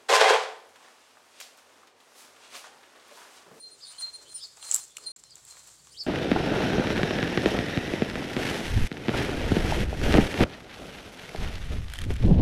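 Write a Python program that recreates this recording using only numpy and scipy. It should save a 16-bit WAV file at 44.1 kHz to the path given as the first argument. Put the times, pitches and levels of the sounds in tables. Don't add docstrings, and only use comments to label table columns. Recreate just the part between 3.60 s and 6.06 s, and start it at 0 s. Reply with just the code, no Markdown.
import sys
import numpy as np
from scipy import signal
from scipy.fft import rfft, irfft, next_fast_len
from scipy.io import wavfile
from scipy.ndimage import uniform_filter1d

SR = 44100
rng = np.random.default_rng(int(sys.argv[2]) if len(sys.argv) > 2 else 0)


def unload_audio(sound):
    columns = np.transpose(np.atleast_2d(sound))
    steps = np.round(np.clip(columns, -1, 1) * 32767)
    wavfile.write(sys.argv[1], SR, steps.astype(np.int16))


N = 108706
TIME = np.arange(N) / SR


# (peak time [s], relative hiss [dB], crunch [dB], length [factor])
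STROKES = [(.1, -74, -63, 0.65), (.31, -55, -58, 1.8), (0.424, -49, -53, 0.64), (0.588, -59, -60, 3.3),
           (.7, -54.5, -75, 0.5), (0.824, -50, -62, 0.84), (1.052, -45, -51, 0.87),
           (1.143, -34.5, -48, 0.67), (1.42, -56, -58.5, 0.93), (1.49, -57.5, -62.5, 0.9),
           (1.595, -54, -73, 0.14), (1.78, -56.5, -61.5, 0.62), (1.888, -49, -60.5, 0.62),
           (1.963, -51.5, -57.5, 0.83), (2.081, -50.5, -59.5, 1.04), (2.295, -71, -63.5, 0.68),
           (2.372, -55, -74, 1.8), (2.445, -54.5, -57.5, 0.3)]
def strokes(rise_s=0.071, fall_s=0.094, rest_hiss_db=-65, rest_crunch_db=-77):
    hiss_power, crunch_power = gain_of(rest_hiss_db) ** 2, gain_of(rest_crunch_db) ** 2
    for s, hiss_db, crunch_db, length in STROKES:
        stroke = hump((TIME - s) / length, rise_s, fall_s, shape=1.1)
        hiss_power += (gain_of(hiss_db) * stroke) ** 2
        crunch_power += (gain_of(crunch_db) * stroke) ** 2
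    return np.sqrt(hiss_power), np.sqrt(crunch_power)


def crackle(per_s, spread_db, click_share):
    size = gain_of(spread_db * np.minimum(rng.exponential(1, N), 4))
    clicks = size * rng.choice([-1, 1], N) * (rng.random(N) < per_s / SR)
    return np.sqrt(click_share) * unit_rms(clicks) + np.sqrt(1 - click_share) * rng.standard_normal(N)


# (frequency [Hz], relative level [dB])
BLADE_SPECTRUM = [(1500, -35.5), (2600, -20), (3500, -19), (5200, -9.5), (6300, -5), (7000, -2.5),
                  (7600, 1.5), (8200, -5), (9200, -8), (11000, -26.5), (15800, -67)]
LITTER_SPECTRUM = [(250, -47), (500, -8.5), (750, -2.5), (1200, -0.5), (1900, -5), (2900, -7), (4500, 0),
                   (8000, -49)]
TIP_SPECTRUM = [(7000, -3), (9300, -5), (10400, 9.5), (11600, 4.5), (12800, 5), (15800, -2)]
def grass(blade_trim_db=-1, tip_trim_db=-14):
    clumps = drift(29)
    blades = crackle(per_s=560, spread_db=4.5, click_share=0.23) * gain_of(2.15 * clumps)
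    litter = crackle(per_s=600, spread_db=7.5, click_share=0.28) * gain_of(clumps)
    tips = crackle(per_s=900, spread_db=4, click_share=0.35) * gain_of(1.5 * clumps)
    hiss, crunch = strokes()
    return (gain_of(blade_trim_db) * hiss * unit_rms(colour(blades, BLADE_SPECTRUM))
            + crunch * unit_rms(colour(litter, LITTER_SPECTRUM))
            + gain_of(tip_trim_db) * hiss * unit_rms(colour(tips, TIP_SPECTRUM)))


# (frequency [Hz], relative level [dB])
STALK_SPECTRUM = [(500, -13.5), (1200, -30), (3000, -19.5), (5000, -23), (5700, -12), (6300, -14.5),
                  (7000, -3.5), (7600, 1.5), (8200, -8.5), (9000, -21.5), (10500, -21.5), (11700, -31),
                  (12800, -28), (15800, -41)]
# (time [s], stem ring [Hz], woody band [dB], crisp band [dB], top band [dB], decay [s])
STALK_SNAPS = [(.979, 850, -52, -65, -74, .0011), (1.0264, 3180, -41.5, -39, -67, .003),
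               (1.113, 3250, -39, -13, -37, 0.0017), (1.1219, 1120, -42, -25, -50, 0.0013),
               (1.1412, 3230, -58, -23, -27.5, 0.0087), (1.1444, 3180, -41.5, -9.5, -21.5, 0.0011),
               (1.1515, 1310, -45.5, -19.5, -34.5, .007), (1.161, 1330, -41, -18, -23, 0.0022),
               (1.3685, 2660, -35, -30.5, -46.5, 0.0018), (1.3828, 1260, -45, -42, -51, 0.0014),
               (1.5623, 1230, -61.5, -41.5, -60, 0.0053), (1.6375, 1240, -53, -40, -63, 0.0009),
               (1.7075, 3150, -64, -46, -77, 0.0008), (1.756, 2520, -71, -35.5, -50, 0.00056),
               (1.851, 3320, -57, -48, -47.5, 0.0019), (1.969, 1200, -47.5, -53, -76, 0.0028),
               (2.0735, 1630, -59, -48, -55, .0033), (2.271, 1160, -50, -45.5, -61, 0.00054),
               (2.436, 2220, -65, -47, -50.5, 0.001)]
def snaps(give_s=0.003, give_db=-25, crack_s=0.0021, splinter_db=-27.5, splinter_s=0.033):
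    woody_trim_db, crisp_trim_db, top_trim_db = -1.5, -3, 3
    out = np.zeros(N)
    t = np.arange(3072) / SR - give_s
    first_crack = (t >= 0) & (t < crack_s)
    for s, ring_hz, woody_db, crisp_db, top_db, decay_s in STALK_SNAPS:
        splinters = gain_of(splinter_db) * np.exp(-abs(t) / splinter_s)
        envelope = np.where(t < 0, gain_of(give_db), np.exp(-abs(t) / decay_s) + splinters)
        burst = colour(rng.choice([-1, 1], len(t)) * envelope, STALK_SPECTRUM)
        knock = band(burst, 622, 5400)
        ring = signal.lfilter(*signal.iirpeak(ring_hz, Q=7, fs=SR), knock)
        stem = 0.92 * unit_rms(ring) + 0.08 * unit_rms(knock)
        parts = [(woody_db + woody_trim_db, stem),
                 (crisp_db + crisp_trim_db, band(burst, 4500, 9770)),
                 (top_db + top_trim_db, band(burst, 10350, 18200))]
        for db, part in parts:
            add(out, s - give_s, gain_of(db) * part / np.std(part[first_crack]))
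    return out


# (peak time [s], low mode [dB], middle mode [dB], rise [s], fall [s])
JOSTLES = [(.005, -73, -49.5, 0.0078, 0.03), (0.065, -46, -65, 0.049, .03),
           (0.122, -52.5, -54.5, 0.015, 0.029), (0.301, -53.5, -49, 0.042, 0.032),
           (.388, -40, -51, 0.005, 0.0078), (0.407, -50, -39.5, 0.015, 0.018),
           (.439, -31.5, -57, 0.02, 0.021), (0.484, -38.5, -60.5, 0.021, 0.017),
           (0.551, -40.5, -47, 0.015, 0.017), (.59, -53.5, -66, 0.012, 0.051),
           (.725, -50.5, -53, 0.036, 0.0094), (0.755, -54, -37.5, 0.012, 0.033),
           (1.026, -48.5, -49.5, 0.012, 0.036), (1.081, -48.5, -49, 0.023, .03),
           (1.212, -52, -48, 0.0098, 0.02), (1.4, -61, -63, 0.051, 0.075),
           (1.471, -33, -39.5, 0.0073, 0.017), (1.511, -43.5, -47, 0.036, 0.0092),
           (1.65, -61.5, -72, 0.018, 0.053), (1.911, -53, -78, .011, 0.025), (1.99, -65, -80, 0.037, .05),
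           (2.325, -68, -59, .012, 0.018)]
def metal(modes_hz=(4178, 9108, 15400), waver_hz=10, ring_db=-19, ring_s=0.04):
    high_db, rasp_db, grit_db = -30, -20, -27
    low, middle, high = (sine(hz + waver_hz * drift(33.7)) for hz in modes_hz)
    low_power, middle_power = np.zeros((2, N))
    for s, low_db, middle_db, rise_s, fall_s in JOSTLES:
        t = TIME - s
        tail = (t > 0) * gain_of(ring_db) * np.exp(-abs(t) / ring_s)
        swell = np.maximum(hump(t, rise_s, fall_s, shape=1.87), tail)
        low_power += (gain_of(low_db) * swell) ** 2
        middle_power += (gain_of(middle_db) * swell) ** 2
    ringing = low * np.sqrt(low_power) + (middle + gain_of(high_db) * high) * np.sqrt(middle_power)
    rubbing = gain_of(rasp_db) * drift(440) + gain_of(grit_db) * drift(1500)
    flutter = gain_of(drift(50))
    return ringing * flutter * (1 + rubbing)


# (delay [s], level against the direct sound [dB])
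YARD_ECHOES = [(.012, -3), (.021, -16.5), (.033, -32)]
def whistle(hz, envelope, scatter_db, waver=0.032, scatter_s=0.06):
    tone = envelope * sine(hz * (1 + waver * drift(298, size=len(hz))))
    t = TIME[:SR // 4]
    yard = rng.standard_normal(len(t)) * np.exp(-t / scatter_s) * (t > 0.004)
    yard *= gain_of(scatter_db) / np.linalg.norm(yard)
    yard[0] = 1
    for delay_s, db in YARD_ECHOES:
        add(yard, delay_s, gain_of([db]))
    return signal.fftconvolve(tone, yard)


# (time from about its peak [s], pitch [Hz], relative level [dB])
CHIRP_ARCH = [(-.085, 2900, -22), (-.06, 3400, -24), (-.046, 4300, -9), (-.03, 5250, -8.5),
              (-.014, 5200, -2.5), (-.004, 4800, 2.5), (.006, 4550, 1.5), (0.018, 4300, -19),
              (.022, 4200, -37)]
# (time [s], level [dB], pitch [factor], length [factor], scatter [dB])
YARD_CHIRPS = [(0.238, -46.5, 0.96, .6, 0.5), (.838, -43.5, 0.99, 1, -4), (1.439, -56.5, .95, 0.39, 4),
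               (1.721, -53.5, .97, 0.63, -16), (2.199, -62, .95, 0.22, -23), (2.412, -36, 0.98, 0.79, -12)]
# (time [s], level [dB], start pitch [Hz], end pitch [Hz])
YARD_PEEPS = [(0.244, -52.5, 3510, 4085), (.318, -60, 2700, 3190), (.363, -60, 2810, 3720),
              (.648, -59, 2910, 3480), (0.741, -53, 5760, 4920), (.76, -62.5, 2790, 3290),
              (0.798, -51.5, 3340, 3940), (1.289, -63.5, 3400, 3650), (1.621, -64.5, 5040, 5640),
              (1.725, -65, 3150, 3845), (2.301, -57.5, 4130, 5630), (2.332, -58, 2900, 3580)]
def birds(peep_s=0.048, peep_scatter_db=-5):
    out, t = np.zeros(N), TIME[:SR // 5]
    arch_s, arch_hz, arch_db = np.transpose(CHIRP_ARCH)
    for s, db, pitch, length, scatter_db in YARD_CHIRPS:
        along_s = arch_s[0] + t / length
        hz = pitch * np.interp(along_s, arch_s, arch_hz)
        envelope = gain_of(db + np.interp(along_s, arch_s, arch_db)) * (along_s < arch_s[-1])
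        add(out, s + arch_s[0] * length, whistle(hz, envelope, scatter_db))
    progress = np.minimum(t / peep_s, 1)
    for s, db, start_hz, end_hz in YARD_PEEPS:
        hz = start_hz + (end_hz - start_hz) * progress
        add(out, s, whistle(hz, gain_of(db) * np.sin(np.pi * progress), peep_scatter_db))
    return out


# (frequency [Hz], relative level [dB])
AIR_SPECTRUM = [(100, -19.5), (160, -2), (240, -9), (600, -10), (2700, -11), (4500, -4),
                (7500, -11), (10000, -13.5), (15800, -34)]
def still_air(level_db=-64.5):
    return gain_of(level_db) * noise(AIR_SPECTRUM)


# (frequency [Hz], relative level [dB])
HOLLOW_SPECTRUM = [(120, -32), (280, -6), (440, -0.5), (650, -6.5), (1300, -27.5), (4000, -72)]
# (peak time [s], level [dB])
HOLLOW_SWELLS = [(0.091, -67.5), (.63, -66.5), (1.119, -80), (1.46, -65.5), (2.45, -72)]
def hollow_sound(rise_s=0.08, fall_s=0.092, rest_db=-74.5):
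    swells = sum(gain_of(db) * hump(TIME - s, rise_s, fall_s, shape=2.4) for s, db in HOLLOW_SWELLS)
    return (gain_of(rest_db) + swells) * noise(HOLLOW_SPECTRUM)


# (frequency [Hz], relative level [dB])
RUMBLE_SPECTRUM = [(25, -50), (42, -35), (58, -1.5), (80, 3), (130, 6), (175, -3), (230, -16), (400, -22)]
# (time [s], level [dB])
RUMBLE_LEVELS = [(0, -83), (.7, -74.5), (1.3, -78.5), (1.6, -74), (2.0, -72.5), (2.46, -69)]
def distant_rumble(drone_hz=59, waver_hz=1.26, drone_db=-4.5):
    rumble = noise(RUMBLE_SPECTRUM)
    drone = gain_of(drone_db) * sine(drone_hz + waver_hz * drift(3.6))
    level_db = np.interp(TIME, *np.transpose(RUMBLE_LEVELS))
    return gain_of(level_db) * (rumble + drone)


def gain_of(db):
    return 10 ** (np.asarray(db) / 20)


def unit_rms(x):
    return x / np.sqrt(np.mean(x ** 2) + 1e-20)


def sine(hz):
    return np.sqrt(2) * np.sin(2 * np.pi * np.cumsum(hz) / SR)


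def noise(spectrum):
    return unit_rms(colour(rng.standard_normal(N), spectrum))


def colour(x, spectrum):
    size = next_fast_len(len(x) + 4096) * 2
    points_hz, points_db = np.transpose(spectrum)
    hz = abs(np.fft.fftfreq(size, 1 / SR))
    db = np.interp(np.log(hz + 1), np.log(points_hz + 1), points_db)
    log_gain = np.log(gain_of(np.maximum(db, -90)))
    response = np.exp(np.conj(signal.hilbert(log_gain)))[:size // 2 + 1]
    return irfft(rfft(x, size) * response, size)[:len(x)]


def band(x, low_hz, high_hz):
    return signal.sosfilt(signal.butter(3, [low_hz, high_hz], "band", fs=SR, output="sos"), x)


def drift(cutoff_hz, size=N):
    full = next_fast_len(size, real=True)
    lowpass = 1 / (1 + (np.fft.rfftfreq(full, 1 / SR) / cutoff_hz) ** 4)
    return unit_rms(irfft(rfft(rng.standard_normal(full)) * lowpass, full)[:size])


def hump(t, rise_s, fall_s, shape):
    return np.exp(-np.minimum(abs(t / np.where(t < 0, rise_s, fall_s)) ** shape, 20))


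def add(mix, s, sound):
    part = mix[max(round(s * SR), 0):][:len(sound)]
    part += sound[:len(part)]


def scene():
    return (grass() + snaps() + metal() + birds() + still_air() + hollow_sound() + distant_rumble())[None]


def record(dry):
    dropout_start_s, dropout_end_s, cutoff_hz = 1.519, 1.5615, 15900
    audible = (TIME < dropout_start_s) | (TIME > dropout_end_s)
    gate = uniform_filter1d(audible.astype(float), size=40)
    lowpass = signal.firwin(511, cutoff_hz, window=("kaiser", 9), fs=SR)
    return signal.oaconvolve(dry * gate, lowpass[None], "same")


dry = scene()
out = record(dry)
unload_audio(out)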